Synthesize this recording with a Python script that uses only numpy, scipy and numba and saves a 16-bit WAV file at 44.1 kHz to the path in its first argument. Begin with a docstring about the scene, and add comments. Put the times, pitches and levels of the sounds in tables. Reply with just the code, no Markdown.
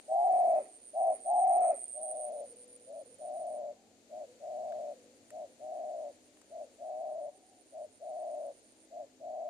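"""Caged dove on a paddy bank

A dove coos in short and long notes, first facing the microphones, then turned away and weaker.
Its hoarse tone comes from a phase that runs ahead and slips back on the beats of a slow flutter.
Far doves call with a milder form of that voice; three crickets chirp in runs of gliding wing strokes;
noise bursts through resonances tick on the cage; a distant engine drones in multiples of its firing rate;
shaped noise makes the soft hum and hiss of the fields, and decaying noise makes the echoes."""
import sys
import numpy as np
from scipy import signal
from scipy.fft import rfft, irfft, next_fast_len
from scipy.io import wavfile
from scipy.ndimage import uniform_filter1d
from numba import njit

SR = 44100
rng = np.random.default_rng(int(sys.argv[2]) if len(sys.argv) > 2 else 0)


def dump_mix(stems):
    """Bounce the given channels to the path in sys.argv[1] as a 16-bit WAV at rate SR."""
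    frames = np.atleast_2d(stems).T  # one column per channel
    limited = np.clip(frames, -1, 1)  # hard clip at full scale
    pcm = np.round(limited * 32767).astype(np.int16)
    wavfile.write(sys.argv[1], SR, pcm)


N = 418509  # samples
TURN_S = 1.85  # the dove turns away


def undb(db):
    """Decibels to an amplitude ratio: 20 dB per factor of ten."""
    return 10 ** (np.asarray(db) / 20)


def unit(x):
    """Normalisation to a root-mean-square of 1."""
    return x / np.sqrt(np.mean(np.abs(x) ** 2))


def slew(x, ms):
    """One-pole smoothing: exponential relaxation with a time constant in ms."""
    keep = np.exp(-1000 / (ms * SR))
    return signal.lfilter([1 - keep], [1, -keep], x)


def spin(hz):
    """Complex rotation: phase is the running sum of frequency."""
    return np.exp(2j * np.pi * np.cumsum(hz) / SR)


@njit
def svf(x, hz, width):
    """State-variable resonance: a band-pass with gain 1 at its centre."""
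    y, b, l = np.empty(len(x)), 0., 0.
    g, k = np.tan(np.pi * hz / SR), width / hz
    for i in range(len(x)):
        v = (b + g * (x[i] - l)) / (1 + g * (g + k))
        b, l, y[i] = 2 * v - b, l + 2 * g * v, k * v
    return y


def band(x, hz, width_hz):
    """Cascaded resonances: the band-pass applied twice has steeper skirts."""
    once = svf(x, 1. * hz, 1. * width_hz)
    return svf(once, 1. * hz, 1. * width_hz)


def walk(rate):
    """Slow random modulation: levels held for 1 / rate s, smoothed twice, spread 1."""
    k = int(SR / rate)
    steps = np.repeat(rng.standard_normal(N // k + 1), k)
    smooth = uniform_filter1d(uniform_filter1d(steps, k), k)
    return unit(smooth[:N])


def place(x, pan_db, size):
    """Stereo cues at two microphone ports: a level difference, and the left hears size samples later."""
    return np.array([np.roll(x, size) * undb(pan_db / 2), x * undb(-pan_db / 2)])


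def fields():
    """Coherence of diffuse noise: ports most alike near 600 Hz, less in the bass, little in the treble."""
    # spectrum of the open land: frequency_hz, density_db (relative, per Hz),
    # likeness of the ports (0-1), left_minus_right_db
    spectrum = [(25, -22.5, 0, 1), (61, -18.5, 0.3, -2.5), (94, -15.5, 0.4, -1), (123, -18.5, 0.5, 0),
                (157, -26, 0.7, 1.5), (237, -5.5, 0.7, 2.5), (335, -5.5, 0.6, 0), (617, -7.5, 1, 2.5),
                (1090, -23, 0, 2), (2230, -20, 0.05, 2.5), (3500, -21.5, 0, 0.5), (4480, -19, 0.3, 1.5),
                (5410, -23.5, 0, 6), (7080, -17.5, 0, 10.5), (7900, -21.5, 0, 3.5), (9420, -22.5, 0.3, -6),
                (10600, -34, 0.04, 1), (13400, -34.5, 0.11, -0.5)]
    level_db = -64.5
    size = next_fast_len(N)
    hz = np.fft.rfftfreq(size, 1 / SR) + 1  # 1 Hz up keeps the logarithm finite
    points = np.array(spectrum).T
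    db, like, pan_db = (np.interp(np.log(hz), np.log(points[0]), c) for c in points[1:])
    like = np.clip(like, 0, 1)
    noise = rfft(rng.standard_normal((2, size)))
    mid, side = noise * undb(db) * np.sqrt([1 + like, 1 - like])
    left = (mid + side) * undb(pan_db / 2)
    right = (mid - side) * undb(-pan_db / 2)
    out = irfft([left, right], size)[:, :N]
    return unit(out) * undb(level_db + 0.96 * walk(3.2))


def engine():
    """Harmonic series of a periodic source: multiples of the firing rate, each flickering on its way."""
    # course of the engine: time_s, firing_hz, level_db (of the whole engine)
    course = [(1.8, 43.1, -87.5), (2.5, 44, -78), (3.65, 45.48, -75.5), (4.4, 45.8, -76.5),
              (5.1, 47.22, -74), (6, 50.04, -78.5), (7.101, 51.24, -78.5), (8, 52.84, -79),
              (8.9, 53.1, -77), (9.25, 51.44, -74), (9.49, 49.6, -80.5)]
    # strength of each multiple: multiple, relative_level_db
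    orders = [(2, -13.5), (3, -21.5), (4, -5.5), (5, 3.5), (6, 3.5), (7, -10)]
    rumble_db = -6
    s, hz, db = np.transpose(course)
    t = np.arange(N) / SR
    phase = 2 * np.pi * np.cumsum(np.interp(t, s, hz) + .25 * walk(6)) / SR
    toneless = unit(band(rng.standard_normal(N), 108, 60))
    rumble = undb(rumble_db + 1.1 * walk(4)) * toneless
    tones = sum(undb(rel_db + 2.2 * walk(3.2)) * np.sin(k * phase) for k, rel_db in orders)
    return undb(np.interp(t, s, db)) * (rumble + tones)


def trees(x, t60_s, wet_db):
    """Reverberation as exponentially decaying noise: scattered echoes, partly different at each port."""
    t = np.arange(int(t60_s * SR)) / SR
    decay = np.exp(-np.log(1000) * t / t60_s)  # 60 dB down at t60_s
    tail = rng.standard_normal((2, len(t))) * decay * (t > .012)  # first echo after 12 ms
    tail = tail[0] + .5 * tail[1] * np.array([[1], [-1]])
    tail = tail / np.sqrt(np.sum(tail[0] ** 2))
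    return undb(wet_db) * signal.fftconvolve(x[None], tail, axes=1)[:, :N]


def cage():
    """Impulse excitation of resonances: claws and beak tick the wires, a dull knock and a bright edge."""
    # contacts: start_s, knock_db, edge_db, wire_hz (the resonance that is struck hardest)
    ticks = [(0.2742, -50, -69.5, 1690), (2.112, -52, -74, 1690), (4.7227, -42, -70, 2000),
             (5.3045, -42, -52.5, 1690), (6.371, -51.5, -70, 1250), (6.4150, -50.5, -56, 1250)]
    # wire resonances: frequency_hz, width_hz, relative_level_db
    wires = [(950, 370, -7), (1250, 290, 3.5), (1690, 310, 2.5), (2440, 900, -5.5)]
    falloff_db = 11.5  # per octave away from wire_hz
    knocks, edge = np.zeros((len(wires), N)), np.zeros(N)
    for s, knock_db, edge_db, wire_hz in ticks:
        at = int(s * SR)
        burst = rng.standard_normal(500) * np.exp(-np.arange(500) / 110)
        octaves = np.abs(np.log2(np.array(wires)[:, 0] / wire_hz))
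        knocks[:, at:at + 500] += np.outer(undb(knock_db - falloff_db * octaves), burst)
        edge[at:at + 500] += burst * undb(edge_db)
    dull = sum(undb(db) * svf(knock, 1. * f, 1. * w) for knock, (f, w, db) in zip(knocks, wires))
    return undb(3.0) * dull + undb(7.5) * svf(edge, 7500., 5000.)


def cricket(marks, spread_hz, stroke_hz, glide, low_db, low_share, stroke_s):
    """Stridulation: each chirp is a run of brief wing strokes that glide down and swell towards its end."""
    chirp_s, pause_s = .127, .03  # usual time from chirp to chirp, rest between chirps
    out = np.zeros((2, N + 400))
    t = np.arange(-150, 150) / SR
    window = np.exp(-(t / stroke_s) ** 2)
    marks = np.array(marks)
    # chirps are spread evenly between the marks
    number = np.cumsum(np.round(np.diff(marks[:, 0], prepend=marks[0, 0]) / chirp_s))
    chirps = np.array([np.interp(np.arange(number[-1] + 1), number, c) for c in marks.T])
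    since = np.diff(chirps[0], prepend=chirps[0, 0] - chirp_s)
    for (end_s, db, pan_db, wing_hz, swell_db), since_s in zip(chirps.T, since):
        count = round((since_s - pause_s) * stroke_hz)
        hz = wing_hz + spread_hz * rng.standard_normal()
        # k counts back from the last stroke
        for k, (late, size, turn) in enumerate(rng.standard_normal((count, 3))):
            at = int((end_s - (k + 0.75) / stroke_hz + 0.000074 * late) * SR)
            phase = 2 * np.pi * hz * (t * (1 - glide * t) + at / SR)
            low_tone = undb(low_db) * np.sin(low_share * phase + 9 * turn)
            stroke = window * (np.sin(phase + 0.88 * turn) + low_tone)
            level = undb(db + 9.0 - swell_db * (k / count) ** 1.6 + 2.2 * size)
            if at > 0:
                out[:, at:at + 300] += np.outer(undb([pan_db, 0]), stroke) * level
    out[0] = np.roll(out[0], 21)  # the left port hears later: the crickets sit to the right
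    return out[:, 150:N + 150]


def crickets():
    """Superposition of independent sources: three crickets with their own wing pitch and stroke rate."""
    # per cricket: end_s of a chirp, relative_level_db, left_minus_right_db, wing_pitch_hz, swell_db
    marks = { "near": [(0.02, -65, 0, 8570, 10), (0.405, -52.5, -6, 8770, 16),
             (0.52, -54.5, -4.5, 8840, 13), (1.04, -48.5, -4.5, 8930, 12.5), (1.575, -42, -4.5, 8800, 7.5),
             (1.985, -42, -5.5, 8830, 3), (2.128, -41, -3.5, 8900, 1.5), (2.258, -43, -4.5, 8900, 3)],
             "second": [(0.1, -62.5, -5, 9200, 7), (0.346, -65, -7.5, 9270, 6.5),
             (1.2, -58, -8.5, 9070, 4.5), (1.688, -56, -6.5, 9160, 6), (2.176, -51.5, -9, 9040, 0),
             (2.293, -49.5, -7, 9046, 8), (2.769, -55.5, -0.5, 9060, 7), (3.025, -57, -13, 9140, 8),
             (3.292, -54.5, -13, 9100, 4.5), (3.583, -58, -8, 9020, 0.5)],
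             "far": [(4.205, -77, -17, 9170, 12), (4.826, -70.5, -10, 9250, 16), (5.423, -71, -8, 9260, 10),
             (6.042, -70, -12, 9230, 8), (6.658, -69.5, -15, 9230, 11), (7.263, -66, -14, 9230, 15),
             (7.866, -66, -21, 9230, 5.5), (8.474, -63.5, -16, 9250, 6.5), (8.856, -66.5, -17, 9230, 5)], }
    near = cricket(marks["near"], spread_hz=62, stroke_hz=123.8, glide=6.3,
                   low_db=-24.5, low_share=0.912, stroke_s=0.0017)
    second = cricket(marks["second"], spread_hz=23.0, stroke_hz=121.5, glide=5.5,
                     low_db=-19.5, low_share=.932, stroke_s=0.0023)
    far = cricket(marks["far"], spread_hz=22, stroke_hz=130, glide=4.4,
                  low_db=-8, low_share=.94, stroke_s=.0021)
    return near + second + far


def notes(tables):
    """Piecewise-linear contours: columns of all notes over time, and a gain silent between notes."""
    t = np.arange(N) / SR
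    rows = np.array(sorted(r for note in tables for r in note))
    sounding = sum((t >= note[0][0]) & (t <= note[-1][0]) for note in tables)
    columns = [np.interp(t, rows[:, 0], c) for c in rows.T[1:]]
    gain = np.interp(t, rows[:, 0], undb(rows[:, 2]))
    return columns, gain * uniform_filter1d(1. * sounding, size=400)


def hoarse(hz, flutter_hz, gained, chance, above_hz, waver_hz, scatter):
    """Phase slips of a membrane: it runs ahead and slips back on flutter beats; a throat filters it."""
    most_turns = .63  # the largest slip
    sudden = 0.74  # share of a slip that is sudden
    rebuild_ms = 1.1  # the swing rebuilds after a slip, so level and pitch dip there
    pinch, pinch_ms = 0.64, 1.4  # the airflow chokes by this share at each slip
    throat_reach_hz = 166  # passed to each side of the throat's tuning
    beat = np.cumsum(flutter_hz + 8 * walk(90)) / SR
    whole = beat.astype(int)
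    kick, odds = rng.standard_normal(N // 200), rng.random(N // 200)
    odds[::3] = 0  # every third beat slips, so it never holds longer than three beats
    slips = (np.diff(whole, prepend=0) > 0) & (odds[whole] < chance)
    ahead = np.cumsum(gained * np.gradient(beat))
    last = np.maximum.accumulate(slips * np.arange(N))
    lost = np.cumsum(np.minimum(np.diff(ahead[last], prepend=0), most_turns))
    # the rest of a slip drags the pitch down and lets it climb back
    slipped = sudden * lost + (1 - sudden) * slew(lost, 2.9)
    turns = ahead - slipped + scatter * np.cumsum(slips * kick[whole])
    swing = slew(slew(np.exp(2j * np.pi * turns), rebuild_ms), rebuild_ms)
    grip = swing * undb(1.1 * walk(120))
    pulse = slew(slew(1. * slips, pinch_ms / 2), pinch_ms / 2)
    choke = pulse * np.e * pinch_ms / 2 * SR / 1000  # peak 1
    grip = grip * (1 - np.clip(pinch * choke, 0, 1))
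    # shift the throat's tuning to zero, low-pass there, even out the level
    low_pass = signal.butter(4, throat_reach_hz, fs=SR, output="sos")
    throat = signal.sosfilt(low_pass, grip / spin(above_hz))
    throat = throat / np.sqrt(uniform_filter1d(np.abs(throat) ** 2, size=2000) + 1e-9)
    return unit((throat * spin(hz + above_hz + waver_hz * walk(90))).real)


def far_doves():
    """Weak phase slips: the same voice with a small phase gain per beat and a random waver."""
    # distant coos: start_s, length_s, pitch_hz, level_db, fade_db, waver_hz
    far_coos = [(0.657, 0.13, 745, -72, 16, 35), (2.1, 0.45, 489, -60, 0.5, 25.17),
                (2.563, 0.38, 492, -60.5, 5.5, 1.64), (3.055, .11, 502, -61, 7, 20),
                (3.76, 0.24, 741, -70, 18, 33), (4.28, 0.11, 500, -59, 11, 16),
                (4.959, 0.27, 502.5, -59.5, 14, 21.5), (5.481, 0.087, 507, -63, 11, 22.6),
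                (6.667, .1, 522, -62, 12, 34), (7.317, 0.32, 746, -63, 15, 39)]
    points = [[(s, hz, db, waver), (s + length, hz, db - fade, waver)]
              for s, length, hz, db, fade, waver in far_coos]
    (hz, db, waver_hz), gain = notes(points)
    voice = hoarse(hz, 125, 0.086, 0.11, 0 * hz, waver_hz=waver_hz, scatter=0.0497)
    return gain * voice * undb(0.1 * waver_hz * walk(40))


def coo(start_s, length_s, db, hz, arch_hz, fade_db, flutter_hz, deep, slip):
    """Breath and tension contours of one coo, as points
    (s, pitch Hz, level dB, flutter Hz, turns gained per beat, slip chance)."""
    attack_s, release_s, fade_s = 0.049, 0.022, 0.0044
    attack_db, release_db = 17, 14.5  # depth from which a coo starts and to which it stops
    swell_db, swell_s = 7, 0.087  # after the attack the level still creeps up
    wane_s, wane_db_per_s = 0.3, 11  # late in a long coo the breath runs low
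    sob_s, sob_hz_per_db = 0.033, 7  # a coo may close with a weaker, lower sob
    catch_s = 0.0022  # the breath catches before the sob
    arch_span, arch_skew = 0.96, .6  # share of the arch that is sung; under 1 the pitch peaks early
    droop_hz_per_s = 39  # the pitch sinks as a coo goes on
    scoop_hz, scoop_s = 80, .022  # the pitch slides up into each coo
    sink_hz, sink_s = 85.4, .02  # and slides down out of it
    deep_turns, shallow_turns, away_turns = 0.58, 0.37, .37  # phase gained per flutter beat
    slip_facing, slip_away, slip_end = .88, .74, .93  # chance per beat in deep flutter and at the end
    facing = start_s < TURN_S
    t = np.linspace(0, length_s, num=300)
    share, left = t / length_s, length_s - t

    attack = attack_db * np.clip(1 - t / attack_s, 0, 1) ** 1.9
    release = release_db * np.clip(1 - left / release_s, 0, 1)
    swell = swell_db * np.exp(-t / swell_s)
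    wane = wane_db_per_s * np.clip(t - wane_s, 0, 1)
    sob_db = fade_db * np.clip(1 - (left - sob_s) / fade_s, 0, 1)
    catch = 1.5 * fade_db * np.exp(-((left - sob_s + catch_s) / catch_s) ** 2)
    level = db - catch - swell - sob_db - wane - attack - release

    arch = arch_hz * np.sin(np.pi * arch_span * share ** arch_skew)
    scoop = scoop_hz * np.exp(-t / scoop_s)
    sink = sink_hz * np.clip(1 - left / sink_s, 0, 1)
    pitch = hz + arch - droop_hz_per_s * (t - .2) - scoop - sink - sob_hz_per_db * sob_db

    later_turns = shallow_turns if facing else away_turns
    turns = np.interp(share, [deep - .1, deep + 0.14], [deep_turns, later_turns])
    early_slip = slip_facing if facing else max(slip_away, slip)
    chance = np.interp(share, [deep - .06, deep + .06, max(deep + .07, .75), 1.1],
                       [early_slip, slip, slip, slip_end])
    return list(zip(start_s + t, pitch, level, flutter_hz + 0 * t, turns, chance))


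def dove():
    """Voiced tone and turbulence: a hoarse tone, a faint overtone by squaring, and late, lingering breath."""
    # near coos: start_s, length_s, base_level_db, base_pitch_hz, arch_hz (rise of the pitch arch),
    # fade_db (drop into the sob), flutter_hz, deep (share with deep flutter, 0-1),
    # slip (chance per beat after that, 0-1)
    coos = [(0.08, .548, -25, 624.6, 72, 8, 128.5, .25, .36),
            (0.935, .212, -26, 642, 20.05, 1.5, 109.6, 0.9, .9),
            (1.247, 0.51, -25, 638.2, 70, 7.5, 129.1, .24, .4),
            (1.934, .533, -39.5, 583.3, 36, 0.5, 128.2, 0.7, .95),
            (2.863, 0.175, -42, 556.6, 24.5, 2, 108.9, 0.9, .75),
            (3.185, .548, -38.5, 579.7, 38, 0.5, 127, 0.86, .8),
            (4.091, .17, -40.5, 575.6, 34.14, 1, 106.8, .8, .8),
            (4.399, .546, -38.5, 585.6, 30, 0.5, 127.3, 0.8, .7),
            (5.305, .16, -40, 592.3, 33.4, 1, 106.9, 0.6, .8),
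            (5.592, 0.528, -39, 593, 28, 4.5, 127.6, .65, .7),
            (6.498, .158, -40.5, 586, 34, 0.5, 106.9, 0.7, .8),
            (6.783, .526, -38.5, 596.3, 35, 0.5, 126.2, .6, .7),
            (7.718, 0.15, -40, 582, 34.7, 1.5, 107.4, 0.4, .8),
            (7.997, .532, -39, 587, 33, 3, 127.3, 0.5, .7),
            (8.904, 0.15, -40, 587, 33.96, 1.5, 106.3, 0.6, .8),
            (9.197, 0.54, -39, 588, 36, 0, 124.2, 0.47, .7)]
    throat_above_hz, low_coo_hz = 61, 587  # the throat tunes itself this far above a low coo
    throat_lag = 0.66  # share by which it falls behind when the pitch rises
    (hz, db, flutter_hz, gained, chance), gain = notes([coo(*row) for row in coos])
    above_hz = throat_above_hz - throat_lag * (hz - low_coo_hz)
    voice = hoarse(hz, flutter_hz, gained, chance, above_hz, waver_hz=6, scatter=.14)
    overtone = undb(-53.5) * unit(band(voice ** 2, 1266, 220))
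    rasp_band = signal.butter(5, [1775, 2560], "band", fs=SR, output="sos")  # Hz
    effort = slew(gain, 23) / undb(-28.0)
    lingers = slew(slew(gain, 73), 22) / undb(-27.0 + 1.5 * walk(25))
    ports = []
    for noise in rng.standard_normal((2, N)):  # independent noise at each port
        rasp = undb(-69) * unit(signal.sosfilt(rasp_band, noise)) * lingers ** 1.4
        middle = undb(-72) * unit(band(noise, 1280, 120)) * lingers ** 4.0
        breath = undb(-59.5) * unit(band(noise, 908, 200)) * effort ** 1.12
        ports.append(rasp + middle + breath)
    chest_noise = unit(band(rng.standard_normal(N), 410, 290))
    chest = undb(-58.5) * chest_noise * slew(gain, 83) / undb(-28.5)
    return gain * (voice + overtone), np.array(ports) + chest


def scene():
    """Linear superposition of all sources and their echoes at the two ports."""
    bird, breath = dove()
    chirps = crickets()
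    echoes = trees(bird, 0.38, -19) + trees(chirps[1], 0.039, -14)
    background = fields() + engine() + echoes
    pan_db = np.where(np.arange(N) < TURN_S * SR, 0.9, 2.5)  # facing, then turned away
    far = place(far_doves(), .6, size=3)
    ticks = place(cage(), 1.2, size=5)
    return background + ticks + chirps + far + breath + place(bird, pan_db, size=8)


def record(dry):
    """Band limiting: a steep elliptic low-pass removes the top."""
    top_hz = 14200
    return signal.sosfilt(signal.ellip(8, .2, 70, top_hz, fs=SR, output="sos"), dry)


dry = scene()
out = record(dry)
dump_mix(out)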